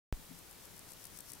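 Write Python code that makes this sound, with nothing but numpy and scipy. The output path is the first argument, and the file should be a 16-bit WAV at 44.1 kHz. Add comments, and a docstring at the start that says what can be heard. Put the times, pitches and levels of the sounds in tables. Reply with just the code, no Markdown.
"""A thump comes first, as the recorder switches on and its offset voltage drains away. Then a grasshopper
rasps softly on the left in a meadow: pegs on its leg strike a wing vein, and each impact rings the wing.
Each stroke is a slow scrape that swells, then a few quick jerks, and the strokes grow louder. Faint low
knocks sound early on; microphone hiss and a low rumble, stronger on the left, lie underneath."""
import sys
import numpy as np
from scipy import signal
from scipy.io import wavfile
from scipy.ndimage import uniform_filter1d

SR = 44100
rng = np.random.default_rng(int(sys.argv[2]) if len(sys.argv) > 2 else 0)


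def master_out(mix):
    """Clip the mix to full scale and print it as 16-bit PCM to the path in sys.argv[1]."""
    frames = np.transpose(np.atleast_2d(mix))
    ceiling = np.clip(frames, -1, 1)
    pcm = np.round(ceiling * 32767).astype(np.int16)
    wavfile.write(sys.argv[1], SR, pcm)


N = 61739

# slow scrapes of the leg (start [s], length [s], final level [dB])
LEG_SCRAPES = [(.19, 0.053, -60), (0.313, 0.074, -56.5), (0.45, 0.056, -58), (0.579, .073, -53.5),
               (0.698, 0.072, -54.5), (0.833, .074, -51.5), (.96, .074, -50), (1.088, 0.088, -49.5),
               (1.228, .077, -49), (1.375, 0.063, -49)]
# quick jerks of the leg (start [s], length [s], level [dB])
LEG_JERKS = [(.2514, .004, -57), (.3881, .0025, -48), (.3912, .0025, -51.5), (.5104, .0032, -48),
             (.5274, .0034, -51.5), (.6535, .003, -46.5), (.6681, .004, -54.5), (.7646, .002, -52),
             (.7677, .002, -52), (.7779, .003, -47.5), (.7917, .003, -44), (.906, .002, -47),
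             (.9099, .002, -48), (.9163, .0028, -49), (.919, .0024, -43), (.9323, .0055, -49.5),
             (1.0401, .0032, -44.5), (1.0527, .0035, -41.5), (1.0668, .0052, -48.5), (1.172, .0022, -46),
             (1.1755, .0024, -45), (1.1876, .0024, -40), (1.1915, .0006, -44), (1.2042, .0045, -42.5),
             (1.3045, .0038, -47), (1.3094, .002, -49), (1.3176, .0032, -41), (1.3218, .0006, -48.5),
             (1.3323, .0048, -42), (1.3493, .0048, -50)]
# wing resonances (frequency [Hz], bandwidth [Hz], relative level in a scrape [dB], in a jerk [dB])
WING_MODES = [(5540, 1300, 0.5, -5.5), (8510, 960, -0.5, -0.5), (10930, 1200, 0.5, -0.5),
              (12230, 1120, -4.5, -2), (14500, 1900, -5.5, -7)]
# high-pass stages, left then right (step [full scale], cutoff 1 [Hz], Q 1 [-], cutoff 2 [Hz], Q 2 [-])
THUMP_STAGES = [(.060, 33.4, 1.21, 8.9, 1.06), (.060, 32.2, 1.2, 6, 2.0)]
# wobbles after switch-on (start [s], frequency [Hz], level [dB], 60 dB decay time [s], rise time [s])
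WOBBLE_MODES = [(.1264, 92, -35, .05, .002), (.1386, 44.6, -36.3, .17, .015)]
# low knocks (time [s], level [dB], upper mode relative to lower [dB])
LOW_KNOCKS = [(.166, -57, 0), (.186, -56, 3), (.289, -49.5, -20), (.3062, -51, 10), (.3359, -57, 0),
              (.3651, -52, -20)]
# the two modes of a knock (frequency [Hz], 60 dB decay time [s])
KNOCK_RESONANCES = [(163.6, .4), (257, .12)]
# hiss spectrum (frequency [Hz], relative density [dB])
HISS_SPECTRUM = [(180, -43), (300, -4.5), (1640, -6), (2440, -7.5), (3890, -7), (4520, -7.5), (6410, -8),
                 (14200, -8.5), (16000, -12.5)]
# likeness of left and right hiss (frequency [Hz], correlation [-])
HISS_CORRELATION = [(60, .4), (300, 0.19), (1500, 0.42), (4000, 0.36), (8000, .25), (15000, 0.5)]
# rumble spectrum ahead of its treble roll-off (frequency [Hz], relative density [dB])
RUMBLE_SPECTRUM = [(15, -42), (25, -1.5), (146, 0.5), (195, -1.5), (248, -9), (275, -2), (575, -8.5),
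                   (1290, -3), (1500, 0), (1950, -40), (3300, -120)]

SCRAPE_PEGS_PER_S, JERK_PEGS_PER_S = 1600, 3400
PEG_JITTER, PEG_SPREAD_DB = .3, 2.5  # scatter of log spacing and of strength
SWELL_DB, EDGE_S, CLUMP_DB, CLUMP_S = 15, .0007, 2.5, .0027  # envelope of a scrape
HISS_DB, RUMBLE_DB = (-56, -57), (-58.5, -67)  # left, right
SWITCH_ON_S, MIC_TOP_HZ, BAND_LIMIT_HZ = .12607, 15850, 16850


def grasshopper():
    """Stridulation: the sound is the train of peg impacts convolved with the wing's impulse response."""
    _, _, scrape_db, jerk_db = np.transpose(WING_MODES)
    rasp = signal.oaconvolve(scrapes(), wing(scrape_db))
    ticks = signal.oaconvolve(jerks(), wing(jerk_db))
    return (rasp + ticks)[:N]


def scrapes():
    """Amplitude modulation: a slow run of peg impacts swells along each scrape, in random clumps."""
    swell = np.zeros(N)
    for start, length, db in LEG_SCRAPES:
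        t = np.arange(N) / SR - start
        gate = np.clip(np.minimum(t, length - t) / EDGE_S + .5, 0, 1)
        swell += gate * gain_of(db - SWELL_DB * (1 - np.clip(t / length, 0, 1)))
    clumps = unit_rms(uniform_filter1d(rng.standard_normal(N), round(CLUMP_S * SR)))
    return swell * unit_rms(gain_of(CLUMP_DB * clumps)) * peg_train()


def peg_train():
    """Quasi-periodic excitation: pegs strike the vein at uneven intervals and with unequal force."""
    gaps = SR / SCRAPE_PEGS_PER_S * np.exp(PEG_JITTER * rng.standard_normal(12000))
    strength = gain_of(PEG_SPREAD_DB * rng.standard_normal(12000))
    at = np.cumsum(gaps)
    impacts = np.zeros(N)
    impacts[at[at < N].astype(int)] = strength[at < N]
    return unit_rms(impacts)


def jerks():
    """Impulsive excitation: each jerk drags a short, fast run of pegs over the vein, loudest midway."""
    impacts = np.zeros(N)
    for start, length, db in LEG_JERKS:
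        gaps = np.exp(PEG_JITTER * rng.standard_normal(40)) / JERK_PEGS_PER_S
        t = np.cumsum(gaps) - .5 / JERK_PEGS_PER_S
        arch = np.sin(np.pi * np.clip(t / length, .1, .9)) ** .4
        strength = (t < length) * arch * gain_of(PEG_SPREAD_DB * rng.standard_normal(40))
        strength *= np.sqrt(length * SR) / (np.linalg.norm(strength) + 1e-9)  # unit rms over the jerk
        np.add.at(impacts, ((start + t) * SR).astype(int), gain_of(db) * strength)
    return impacts


def wing(levels_db):
    """Modal superposition: one impact rings the wing as a sum of damped sinusoids, of unit energy."""
    t = np.arange(200) / SR
    ring = np.zeros_like(t)
    for k, (hz, width, _, _) in enumerate(WING_MODES):
        envelope = gain_of(levels_db[k]) * width * np.exp(-np.pi * width * t)
        ring += (-1) ** k * envelope * np.sin(2 * np.pi * hz * t)
    ring = signal.sosfilt(signal.butter(4, 4700, "high", fs=SR, output="sos"), ring)
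    return ring / np.linalg.norm(ring)


def thump(step, hz1, q1, hz2, q2):
    """Step response: the offset at switch-on drains through two resonant high-pass stages."""
    voltage = step * (np.arange(N) >= SWITCH_ON_S * SR)
    for omega, q in ((2 * np.pi * hz1, q1), (2 * np.pi * hz2, q2)):
        stage = signal.bilinear([1, 0, 0], [1, omega / q, omega ** 2], SR)
        voltage = signal.lfilter(*stage, voltage)
    return voltage


def wobble():
    """Transient oscillation: two deep tones die away just after switch-on."""
    return sum(damped_mode(*mode) for mode in WOBBLE_MODES)


def knocks():
    """Free vibration: each soft knock rings two low modes."""
    (low_hz, low_t60), (high_hz, high_t60) = KNOCK_RESONANCES
    bumps = np.zeros(N)
    for start, db, upper_db in LOW_KNOCKS:
        bumps += damped_mode(start, low_hz, db, low_t60)
        bumps += damped_mode(start, high_hz, db + upper_db, high_t60)
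    return bumps


def damped_mode(start, hz, db, t60, rise=.004):
    """Exponential damping: a sinusoid rises softly and loses 60 dB every t60 seconds."""
    t = np.maximum(np.arange(N) / SR - start, 0)
    return gain_of(db - 60 * t / t60) * np.sin(2 * np.pi * hz * t) * np.minimum(t / rise, 1)


def microphone_hiss(hz):
    """Self-noise: the microphones add a nearly steady broadband hiss."""
    hiss = stereo_noise(curve_at(HISS_SPECTRUM, hz), curve_at(HISS_CORRELATION, hz), patch_db=.68)
    return gain_of(HISS_DB)[:, None] * hiss


def rumble(hz):
    """Spectral shaping: lumpy noise, rolled off above 1200 Hz, is heard as a low rumble."""
    spectrum_db = curve_at(RUMBLE_SPECTRUM, hz) - 12 * np.log2(1 + (hz / 1200) ** 2)
    return gain_of(RUMBLE_DB)[:, None] * stereo_noise(spectrum_db, correlation=.34, patch_db=2)


def stereo_noise(spectrum_db, correlation, patch_db):
    """Partial coherence: two channels share part of a random spectrum whose level drifts in patches."""
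    left_re, left_im, own_re, own_im, patches = rng.standard_normal((N // 256 + 5, 513, 5)).T
    patches = uniform_filter1d(patches, size=6, axis=0)  # across frequency
    patches = unit_rms(uniform_filter1d(patches, size=8, axis=1))  # across time
    left = left_re + 1j * left_im
    right = correlation * left + np.sqrt(1 - correlation ** 2) * (own_re + 1j * own_im)
    spectra = np.array([left, right]) * gain_of(spectrum_db + patch_db * patches)
    _, noise = signal.istft(spectra, nperseg=1024, noverlap=768)
    return unit_rms(noise[:, :N])


def gain_of(db):
    return 10 ** (np.asarray(db) / 20)


def unit_rms(x):
    return x / np.sqrt(np.mean(x ** 2, axis=-1, keepdims=True) + 1e-20)


def curve_at(points, hz):
    frequencies, values = np.transpose(points)
    return np.interp(np.log(hz + 1), np.log(frequencies + 1), values)


def low_pass(x, hz):
    taps = signal.firwin(601, hz, window=("kaiser", 9), fs=SR)
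    return signal.oaconvolve(x, taps[None], "same")


def scene():
    """Superposition: the sources add, and level differences between channels place them to the left."""
    hz = np.fft.rfftfreq(1024, 1 / SR)[:, None]
    background = microphone_hiss(hz) + rumble(hz)
    insect = grasshopper() * gain_of([[0], [-37]])  # the right microphone faces away
    bumps = (wobble() + knocks()) * gain_of([[0], [-20]])
    return insect + bumps + background


def record(dry):
    """Gating and band limiting: the microphone band opens at switch-on, and the thump is added to it."""
    live = low_pass(dry, MIC_TOP_HZ) * (np.arange(N) >= SWITCH_ON_S * SR)
    thumps = np.array([thump(*channel) for channel in THUMP_STAGES])
    return low_pass(live + thumps, BAND_LIMIT_HZ)


dry = scene()
out = record(dry)
master_out(out)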